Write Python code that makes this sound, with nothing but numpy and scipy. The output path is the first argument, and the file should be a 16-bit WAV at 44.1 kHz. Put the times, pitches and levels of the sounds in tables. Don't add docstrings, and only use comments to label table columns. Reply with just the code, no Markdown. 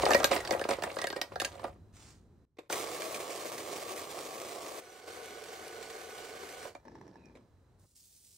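import sys
import numpy as np
from scipy import signal
from scipy.fft import rfft, irfft, next_fast_len
from scipy.io import wavfile
from scipy.ndimage import uniform_filter1d

SR = 44100
rng = np.random.default_rng(int(sys.argv[2]) if len(sys.argv) > 2 else 0)


def ratio_of_db(decibels):
    return 10 ** (np.asarray(decibels, float) / 20)


def to_wav(sig):
    pcm = np.clip(np.atleast_2d(sig), -1, 1) * 32767
    pcm = np.round(pcm).astype(np.int16)
    wavfile.write(sys.argv[1], SR, pcm.T)


N = 369116

# start_s, knock_peak_db, tick_peak_db, hub_spot_hz
BLOWS = [(0.021, -32, -28.5, 2450), (0.032, -16, -47, 1980), (0.054, -34, -20, 1960),
         (.062, -12.5, -39, 1980), (0.078, -41, -38, 1910), (.106, -15, -22, 1730), (.116, -19, -26, 1900),
         (0.134, -23.5, -19, 2420), (0.146, -8, -18, 2190), (.2, -23, -32, 1630), (.231, -24.5, -29, 1618),
         (0.2433, -18, -9.5, 1620), (0.313, -13, -27.5, 2150), (0.363, -33, -22.5, 1920),
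         (.404, -31, -33, 1900), (0.45, -32.5, -32, 1920), (0.475, -38.5, -28, 1910),
         (0.491, -28, -65, 1910), (0.508, -18.5, -23, 1770), (0.527, -21, -47, 1910),
         (0.546, -22, -45, 1910), (0.595, -32, -31, 1260), (0.613, -21, -33.5, 1690),
         (0.64, -46, -30, 1630), (0.649, -22, -61, 1630), (0.69, -31.5, -26.5, 1870),
         (.708, -20, -27.5, 1920), (0.783, -25.5, -69, 1910), (.822, -26, -31, 1880),
         (.836, -21.5, -27, 1920), (0.966, -24, -41.5, 1520), (0.987, -26.5, -31, 1910),
         (1.016, -26, -26.5, 1810), (1.041, -24, -26.5, 1930), (1.07, -30, -23, 1730),
         (1.102, -30.5, -32, 1930), (1.127, -29, -34.5, 1630), (1.164, -26, -35, 2130),
         (1.175, -33, -49, 2110), (1.2145, -25.5, -21, 1870), (1.317, -34.5, -72, 1420),
         (1.357, -24.5, -37, 1460), (1.4, -31.5, -20.5, 1690), (1.417, -26.5, -26, 1210),
         (1.448, -34, -20.5, 1730), (1.553, -38.5, -49, 1410), (1.594, -37, -48, 1750),
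         (1.641, -27, -41, 1350), (1.68, -40, -58, 1305), (2.699, -27, -35, 1406),
         (2.726, -26.5, -24.5, 2150), (6.652, -33, -54, 1430), (6.691, -49, -71, 1410),
         (6.75, -35, -47.5, 2330)]
# start_s, level_db, hub_spot_hz
CHUNKS = [(2.961, -38, 2090), (3.0189, -28.5, 2520), (3.1434, -32, 2390), (3.3053, -35, 2350),
          (3.4087, -39, 2210), (3.579, -31.5, 1760), (3.782, -44, 2440), (3.976, -37, 2200),
          (4.753, -42, 2380), (5.4377, -42, 2110), (5.6793, -43, 2200), (5.7267, -42, 1780),
          (5.8258, -39, 2280), (5.8999, -40, 2180), (5.9637, -43, 1900), (6.18, -40, 2130),
          (6.2483, -39, 2400), (6.489, -41, 2150), (6.628, -40.5, 1650)]
# mode_hz, level_db, t60_s
JUG_MODES = [(345, -15, 0.06), (420, -11, 0.07), (495, -7.5, 0.017), (558, 3, 0.07), (645, 2, 0.04),
             (722, 1, 0.055), (836, -6, 0.06), (960, -2, 0.045), (1090, -5.5, .04), (1190, -4, 0.03)]
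# mode_hz, level_db, t60_s
HUB_MODES = [(1230, -4, .025), (1420, -4, 0.035), (1620, -1.5, 0.08), (1765, -1.5, 0.06),
             (1908, -1.5, 0.085), (2106, -4.5, .04), (2330, -3, 0.04)]
# mode_hz, level_db, t60_s
BLADE_MODES = [(2910, -6, .018), (3790, -4, .016), (4470, 0, .018), (4985, -4, .035), (5545, -5, .016),
               (5960, -5, .016)]
# freq_hz, density_db
TICK_COLOUR = [(1200, -11.5), (2000, -1), (3100, -7), (3700, -8), (4500, -9.5), (5100, -12), (6200, -14.5),
               (8800, -12), (12000, -19), (16000, -18.5)]
FILL_S, FULL_T60_SHARE = 1.3, 0.5
KNOCK_SPOT_HZ = 535
BLADE_DB = 2.5
HUB_DB = -1.5
CHUNK_TICK_DB, CHUNK_RING_DB = 2.5, -1.5
TICK_CRUMBLE_DB = 6


def blows():
    out = np.zeros(N)
    for s, knock_db, tick_db, hz in BLOWS:
        t60_share = max(1 - (1 - FULL_T60_SHARE) * s / FILL_S, FULL_T60_SHARE)
        jug = JUG_MODES * np.array([1, 1, t60_share])
        hub_db = (knock_db + tick_db) / 2 + HUB_DB
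        add(out, s, ratio_of_db(knock_db) * struck(jug, KNOCK_SPOT_HZ, 7.9, 6.6, contact_samples=330))
        add(out, s, ratio_of_db(tick_db) * crack(TICK_COLOUR, 0.0079, -14.5, 0.069, 2700, 6.1, TICK_CRUMBLE_DB))
        add(out, s, ratio_of_db(tick_db + BLADE_DB) * struck(BLADE_MODES, 4500, 0, 3.5, contact_samples=36))
        add(out, s, ratio_of_db(hub_db) * struck(HUB_MODES, hz, 64, 4.2, contact_samples=200))
    for s, db, hz in CHUNKS:
        tick = crack(TICK_COLOUR, 0.019, -15, 0.2, 3700, 1.0, TICK_CRUMBLE_DB)
        add(out, s, ratio_of_db(db + CHUNK_TICK_DB) * tick)
        add(out, s, ratio_of_db(db + CHUNK_RING_DB) * struck(HUB_MODES, hz, 31, 2.7, contact_samples=200))
    return out


# start_s, length_s, level_db
SCRAPES = [(0.103, 0.087, -36), (0.307, 0.049, -28.5), (0.515, 0.012, -33.5), (0.685, 0.042, -32),
           (0.832, 0.047, -47.5), (0.887, 0.13, -47.5), (1.155, 0.0043, -38.5), (1.314, 0.012, -52),
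           (1.395, 0.086, -48), (1.512, 0.1, -53.5), (1.629, 0.052, -54.5), (1.712, 0.031, -63.5)]
SCRAPE_RISE_S, SCRAPE_END_DB_PER_S, SCRAPE_GRIT_DB = 0.0066, 498, -10.5
RATTLE_BODY_DB, RATTLE_GRIT_DB, RATTLE_RISE_S, RATTLE_DB_PER_S = -23.5, -43.5, 0.0074, 239.5
SETTLED_S, HEAP_DB, HEAP_DB_PER_S, HEAP_GRIT_DB, SETTLED_DB_PER_S = 1.24, -37.5, -25.5, -8.5, 156


def tumble():
    response = ring(JUG_MODES, 0) + 0.1 * ring(HUB_MODES, 0)
    body = high(signal.oaconvolve(grit(1200, 1.7, 3.2, 0.02), response)[:N], 260)
    fizz = sum(coloured(grit(1500, 1.8, 4.9, 0.0048),
                        lambda f: read(TICK_COLOUR, f) - 12.0 * np.log2(f / hz + 1e-9) ** 2)
               for hz in (2200, 4630, 8980, 14970))
    t = np.arange(SR // 2) / SR
    rattle = np.minimum(t / RATTLE_RISE_S, 1) * ratio_of_db(-RATTLE_DB_PER_S * t)
    body_gain, fizz_gain = np.zeros((2, N))
    for s, knock_db, tick_db, _ in BLOWS:
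        add(body_gain, s, ratio_of_db(knock_db + RATTLE_BODY_DB) * rattle)
        add(fizz_gain, s, ratio_of_db(tick_db + RATTLE_GRIT_DB) * rattle)
    heap = spell(0, SETTLED_S, HEAP_DB, HEAP_DB_PER_S, 0.0011, SETTLED_DB_PER_S)
    scrape = sum(spell(*row, 0, SCRAPE_RISE_S, SCRAPE_END_DB_PER_S) for row in SCRAPES)
    body_gain = body_gain + heap + scrape
    fizz_gain = fizz_gain + ratio_of_db(HEAP_GRIT_DB) * heap + ratio_of_db(SCRAPE_GRIT_DB) * scrape
    return body_gain * level(body, 210, 1800) + fizz_gain * level(fizz, 2700, 11000)


# start_s, length_s, level_db, drift_db_per_s
SPELLS = [(2.693, 2.105, -43, -2), (4.796, .27, -57, 4.5), (5.069, 1.605, -51, 0.4)]
# freq_hz, density_db
COARSE = [(59, -49), (100, -18), (240, -13.5), (350, -0.5), (471, 0.5), (705, -1.5), (900, -11), (1020, -9),
          (1135, -4), (1300, -14), (1520, -23), (2220, -15.5), (2690, -19.5), (8640, -21), (12400, -24),
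          (16000, -23.5)]
# freq_hz, density_db
FINE = [(60, -29), (250, -17), (450, 0), (560, -8), (650, -9), (740, -9.5), (880, -17.5), (1150, -11.5),
        (1400, -19), (1850, -17), (2200, -11.5), (2600, -16), (4500, -17.5), (8500, -19.5), (16000, -25.5)]
SHAFT_HZ, TEETH = 28.58, 26
SPIN_UP_S, CHOP_END_DB_PER_S, STOP_DB_PER_S = 0.012, 3000, 295
BITE_S, BITE_DB, BITE_DB_PER_S = 2.712, -49.5, 147
SPRAY_DB, BITE_SPRAY_DB = -3.5, 3
SURGE_DB = 0.6
CRACKLE, THUMPS = 0.35, 0.3


def churn():
    t = np.arange(N) / SR
    pulse = 1 + 0.018 * np.cos(2 * np.pi * SHAFT_HZ * t)
    chop = spell(*SPELLS[0], SPIN_UP_S, CHOP_END_DB_PER_S)
    bite = spell(BITE_S, 0, BITE_DB, 0, SPIN_UP_S, BITE_DB_PER_S)
    stages = ((COARSE, chop, bite, 5000, 1.7), (FINE, stirring([0, 0]), 0, 7000, 1.1))
    out = 0
    for colour, load, first_bite, per_s, clump_db in stages:
        spray = grit(per_s, 1.0, clump_db, 0.015) + CRACKLE * grit(500, 0.73, 3.0, 0.005)
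        spray = spray * pulse
        drum = 0.89 * spray + grit(per_s, 1.74, 0.45, 0.0081) + THUMPS * grit(150, 2.2, 2.5, 0.012)
        drum = drum * ratio_of_db(SURGE_DB * slow_noise(N, 1500, 1500))
        body = coloured(drum, lambda f: read(colour, f) - 40 * np.clip(np.log2(f / 1600 + 1e-9), 0, 3))
        fizz = coloured(spray, lambda f: read(colour, f) + 40 * np.clip(np.log2(f / 1600 + 1e-9), -3, 0))
        fizz_gain = ratio_of_db(SPRAY_DB) * load + ratio_of_db(BITE_SPRAY_DB) * first_bite
        out = out + (load + first_bite) * level(body, 429, 1300) + fizz_gain * level(fizz, 2000, 8300)
    return out


def stirring(relative_db):
    return sum(ratio_of_db(db) * spell(*row, SPIN_UP_S, STOP_DB_PER_S) for row, db in zip(SPELLS[1:], relative_db))


# mesh_multiple, level_db, sideband_ratio (once a turn)
MESH = [(1, -60.5, .7), (2, -60, .22), (3, -74, .4)]
# mesh_multiple, half_width_hz (6 dB down), level_db
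FUZZ = [(3, 120, -66.5), (4, 130, -67), (6, 230, -66.5), (8, 280, -68)]
# shaft_multiple, level_db
HUM = (3, -74)
WHINE_DB = [49.5, 50]
FUZZ_FLUTTER_DB = 2.5


def gears():
    drift = slow_noise(N, 2500)
    turn = 2 * np.pi * np.cumsum(SHAFT_HZ * (1 + 0.0011 * drift)) / SR
    whine = sum(ratio_of_db(db) * (1 + 2 * sideband * np.cos(turn)) * np.sin(k * TEETH * turn)
                for k, db, sideband in MESH)
    fuzz = 0
    for k, width, db in FUZZ:
        noise = grit(4000, 3.5, FUZZ_FLUTTER_DB, 0.0095)
        fuzz = fuzz + ratio_of_db(db) * evened(coloured(noise, lambda f: -6 * ((f - k * TEETH * SHAFT_HZ) / width) ** 2))
    hum_multiple, hum_db = HUM
    hum = ratio_of_db(hum_db) * np.sin(hum_multiple * turn)
    return stirring(WHINE_DB) * (np.sqrt(2) * (whine + hum) + fuzz)


# start_s, ring_peak_db
CATCHES = [(6.799, -58), (6.83, -61), (6.844, -62), (6.853, -45), (6.882, -40), (6.918, -51),
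           (6.954, -41.5), (7.013, -41.5), (7.056, -62.5), (7.079, -46.5), (7.132, -57.5), (7.157, -43),
           (7.257, -51.5)]
# mode_hz, level_db, t60_s
DRIVE_MODES = [(910, 22, 0.034), (1026, 11.5, 0.031), (1730, 17, 0.03), (1920, 2, 0.017), (3920, 1, 0.018),
               (5580, 10.5, 0.025)]
# freq_hz, density_db
RUMBLE = [(71, -30.5), (120, -5), (348, -1), (718, -14), (891, -16), (1380, -26), (1940, -26),
          (2630, -36.5), (4870, -32.5), (5530, -32), (9000, -51), (11700, -76), (19800, -120)]
# start_s, length_s, level_db, start_hz
SQUEAKS = [(7.165, .05, -74, 2560), (7.172, .07, -81, 3980), (7.228, .08, -71, 2480)]
COAST_S, HALT_S, COAST_DB, COAST_DB_PER_S, COAST_END_DB_PER_S = 6.851, 7.39, -55, -19, 124
DRIVE_RATTLE_DB = -13
CATCH_TICK_DB = -19
SQUEAK_SAG_HZ_PER_S = 860
CLUNK_CRUMBLE_DB = 3


def coast():
    gain = spell(COAST_S, HALT_S - COAST_S, COAST_DB, COAST_DB_PER_S, 0.00079, COAST_END_DB_PER_S)
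    rumble = level(coloured(grit(3000, 2.8, 1.2, 0.0072), lambda f: read(RUMBLE, f)), 287, 1200)
    buzz = evened(signal.oaconvolve(grit(260, 2.2, 2.5, 0.007), ring(DRIVE_MODES[:4], 0))[:N])
    out = gain * (rumble + ratio_of_db(DRIVE_RATTLE_DB) * buzz)
    for s, db in CATCHES:
        click = crack(TICK_COLOUR, 0.01, -22, 0.036, 800, 2.6, CLUNK_CRUMBLE_DB)
        add(out, s, ratio_of_db(db) * struck(DRIVE_MODES, 1800, 0, 1.5, contact_samples=10))
        add(out, s, ratio_of_db(db + CATCH_TICK_DB) * click)
    for s, length, db, hz in SQUEAKS:
        t = np.arange(N) / SR - s
        slip = 0.73 + slow_noise(N, 130, 80)
        tone = np.sin(2 * np.pi * (hz - SQUEAK_SAG_HZ_PER_S / 2 * t) * t)
        out += spell(s, length, db, -41, 0.0045, 700) * evened(slip * tone)
    return out


# start_s, peak_db
KNOB = [(2.569, -56.5), (2.585, -37.5), (2.588, -33), (7.352, -47), (7.359, -46), (7.37, -49),
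        (7.408, -59.5), (7.838, -66.5)]
# freq_hz, density_db
CLUNK = [(88, -40.5), (150, -7.5), (442, 1), (753, -15.5), (1070, -8.5), (1260, -22.5), (2250, -18.5),
         (2770, -25), (12000, -39.5), (15600, -70), (22000, -120)]


def knob():
    out = np.zeros(N)
    for s, db in KNOB:
        add(out, s, ratio_of_db(db) * crack(CLUNK, 0.044, -26.5, 0.58, 336, 3.1, CLUNK_CRUMBLE_DB))
    return out


# start_s, length_s, level_db, drift_db_per_s, rise_s
POURS = [(1.924, .18, -62.5, 8, 0.037), (7.95, .5, -66.5, 7, 0.009), (7.78, 0.226, -75.5, 11, 0.017)]
# freq_hz, density_db
SLIDE = [
    [(410, -11.5), (700, -2.5), (3690, -7.5), (6650, -4), (9110, -7), (10500, -18.5), (16000, -16.5)],
    [(880, -71.5), (1500, -26.5), (4920, -7), (10600, -4), (13900, -15), (14500, -3.5), (16000, -8)],
]
POUR_END_DB_PER_S = 192


def pours():
    jug, cup = [level(coloured(grit(6300, 0.66, 0.75, 0.0092), lambda f: read(colour, f)), 2800, 9600)
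                for colour in SLIDE]
    gains = [spell(*row, POUR_END_DB_PER_S) for row in POURS]
    return gains[0] * jug + sum(gains[1:]) * cup


def scatter(x, t60_s, start_s):
    t, turn = np.arange(SR // 2) / SR, np.pi * np.arange(N) / (0.21 * SR)
    taps = rng.standard_normal((3, len(t))) * ratio_of_db(-60 * t / t60_s) * (t > start_s)
    fed = [x * np.sqrt(2 / 3) * np.cos(turn + k * np.pi / 3) for k in range(3)]
    return signal.oaconvolve(fed, taps / np.linalg.norm(taps[0]), axes=1).sum(0)[:N]


# freq_hz, density_db
AIR = [(18, -43), (30, -19.5), (54, -2.5), (103, -3), (217, -12.5), (400, -16.5), (700, -31), (1700, -42.5),
       (2600, -51), (6000, -52.5), (14000, -57.5)]
# start_s, rumble_db, hiss_db, drift_db_per_s
AIR_LEVELS = [(0, -48.5, -43.5, -15), (1.3, -57.5, -63, -8.5), (1.7, -57, -74.5, -7.5),
              (2.452, -79.5, -100, 18), (2.7, -69, -72, -2), (4.796, -78, -84, 4),
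              (6.847, -65.5, -77, -0.5), (7.86, -76.5, -90, 3.5)]
# centre_hz, half_width_hz (12 dB down), level_db (against the hiss)
WHISTLE = (3980, 130, -15)
# centre_hz, half_width_hz (12 dB down), level_db (against the rumble)
DRONE = (91, 15, -5.5)


def air():
    whistle_hz, whistle_width, whistle_db = WHISTLE
    drone_hz, drone_width, drone_db = DRONE
    whistle = evened(coloured(rng.standard_normal(N), lambda f: -12 * ((f - whistle_hz) / whistle_width) ** 2))
    rumble = coloured(rng.standard_normal(N), lambda f: read(AIR, f) - 3 * (f / 700) ** 2)
    hiss = high(coloured(rng.standard_normal(N), lambda f: read(AIR, f)), 700)
    drone = evened(coloured(rng.standard_normal(N), lambda f: -12 * ((f - drone_hz) / drone_width) ** 2))
    rumble = level(rumble, 40, 160) + ratio_of_db(drone_db) * drone
    hiss = level(hiss, 670, 3500) + ratio_of_db(whistle_db) * whistle
    t, rows = np.arange(N) / SR, np.array(AIR_LEVELS)
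    row_now = np.maximum(np.searchsorted(rows[:, 0], t, "right") - 1, 0)
    start, rumble_db, hiss_db, db_per_s = rows[row_now].T
    return ratio_of_db(db_per_s * (t - start)) * (ratio_of_db(rumble_db) * rumble + ratio_of_db(hiss_db) * hiss)


DETUNE, LEAST_T60_SHARE = 0.01, 0.55


def struck(modes, hz, narrow_db, vary_db, contact_samples):
    octaves_off = abs(np.log2(np.transpose(modes)[0] / hz))
    near_db = -narrow_db * octaves_off + vary_db * rng.standard_normal(len(modes))
    push = 0.56 * (hz < 900)
    landing = signal.windows.hann(contact_samples) * (push + rng.standard_normal(contact_samples))
    varied = modes * np.array([1 + DETUNE * rng.standard_normal(), 1, rng.uniform(LEAST_T60_SHARE, 1)])
    return peaked(high(signal.oaconvolve(ring(varied, near_db), landing), 350))


def ring(modes, shift_db):
    hz, db, t60 = np.transpose(modes)[:, :, None]
    t = np.arange(6000) / SR
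    decay = ratio_of_db(db + np.reshape(shift_db, (-1, 1)) - 60 * t / t60)
    return (decay * np.sin(2 * np.pi * hz * t)).sum(0)


def crack(colour, t60_s, tail_db, tail_t60_s, low_hz, ripple_db, crumble_db):
    t, bumps = np.arange(4096) / SR, ripple_db * rng.standard_normal(30)
    burst = coloured(rng.standard_normal(len(t)),
                     lambda f: read(colour, f) + np.interp(np.sqrt(f / 25), range(30), bumps))
    crumbs = ratio_of_db(crumble_db * slow_noise(len(t), 60))
    onset = 1 - np.exp(-t / 0.00052)
    decay = ratio_of_db(-60 * t / t60_s) + crumbs * ratio_of_db(tail_db - 60 * t / tail_t60_s)
    return peaked(high(burst * onset * decay, low_hz))


def grit(per_s, spread_db, clump_db, clump_s):
    clump = slow_noise(N, int(clump_s * SR), int(clump_s * SR))
    size = ratio_of_db(spread_db * np.minimum(rng.exponential(1, N), 5) + clump_db * clump)
    return evened(size * rng.standard_normal(N) * (rng.random(N) < per_s / SR))


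def slow_noise(count, *spans):
    x = rng.standard_normal(count)
    for span in spans:
        x = uniform_filter1d(x, span)
    return evened(x)


def spell(start_s, length_s, db, db_per_s, rise_s, end_db_per_s):
    t = np.arange(N) / SR - start_s
    drift = db + db_per_s * np.clip(t, 0, length_s) - end_db_per_s * np.maximum(t - length_s, 0)
    return np.clip(t / rise_s, 0, 1) * ratio_of_db(drift)


def add(mix, s, sound):
    part = mix[round(s * SR):][:len(sound)]
    part += sound[:len(part)]


def evened(x):
    return x / np.sqrt(np.mean(x ** 2) + 1e-20)


def peaked(x):
    return x / abs(x).max()


def level(x, lo_hz, hi_hz):
    return x / np.std(signal.sosfilt(signal.butter(4, [lo_hz, hi_hz], "band", fs=SR, output="sos"), x))


def high(x, hz):
    return signal.sosfilt(signal.butter(3, hz, "high", fs=SR, output="sos"), x)


def read(points, hz):
    f, value = np.transpose(points)
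    return np.interp(np.log(hz + 1), np.log(f + 1), value)


def coloured(x, db):
    size = next_fast_len(len(x))
    return irfft(rfft(x, size) * ratio_of_db(db(np.fft.rfftfreq(size, 1 / SR))), size)[:len(x)]


# freq_hz, likeness (0-1)
LIKENESS = [(60, 0.94), (250, 0.94), (1000, 0.62), (4000, 0.58), (12000, 0.75)]
# freq_hz, tilt_db
TILT = [(150, 0), (600, 0), (2400, -3.5), (6000, -3), (10000, 0)]
KITCHEN_DB, KITCHEN_T60_S = -12.5, 0.17
LEFT_LAG_SAMPLES = 0.95


def scene():
    near = blows() + tumble() + knob() + churn() + coast() + pours()
    mono = near + ratio_of_db(KITCHEN_DB) * scatter(near, KITCHEN_T60_S, 0.0056) + gears()
    size = next_fast_len(N)
    hz = np.fft.rfftfreq(size, 1 / SR)
    half_angle = np.arccos(np.clip(read(LIKENESS, hz), 0, 1)) / 2
    mid = np.cos(half_angle) * rfft(mono + air(), size)
    side = np.sin(half_angle) * rfft(scatter(mono, 0.048, 0) + air(), size)
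    skew = ratio_of_db(read(TILT, hz) / 2) * np.exp(-1j * np.pi * hz * LEFT_LAG_SAMPLES / SR)
    return irfft([(mid + side) * skew, (mid - side) / skew], size)[:, :N]


# centre_hz, width_hz
GAPS = [(10500, 800), (13900, 1300), (19000, 6300)]


def gaps_db(hz):
    return sum(-50 * np.clip((width / 2 - abs(hz - f)) / 200 + 0.5, 0, 1) for f, width in GAPS)


def band_limit(x):
    return signal.sosfilt(signal.butter(12, 16990, fs=SR, output="sos"), x)


def record(dry):
    mix = np.array([coloured(x, gaps_db) for x in dry])
    return band_limit(mix)


dry = scene()
out = record(dry)
to_wav(out)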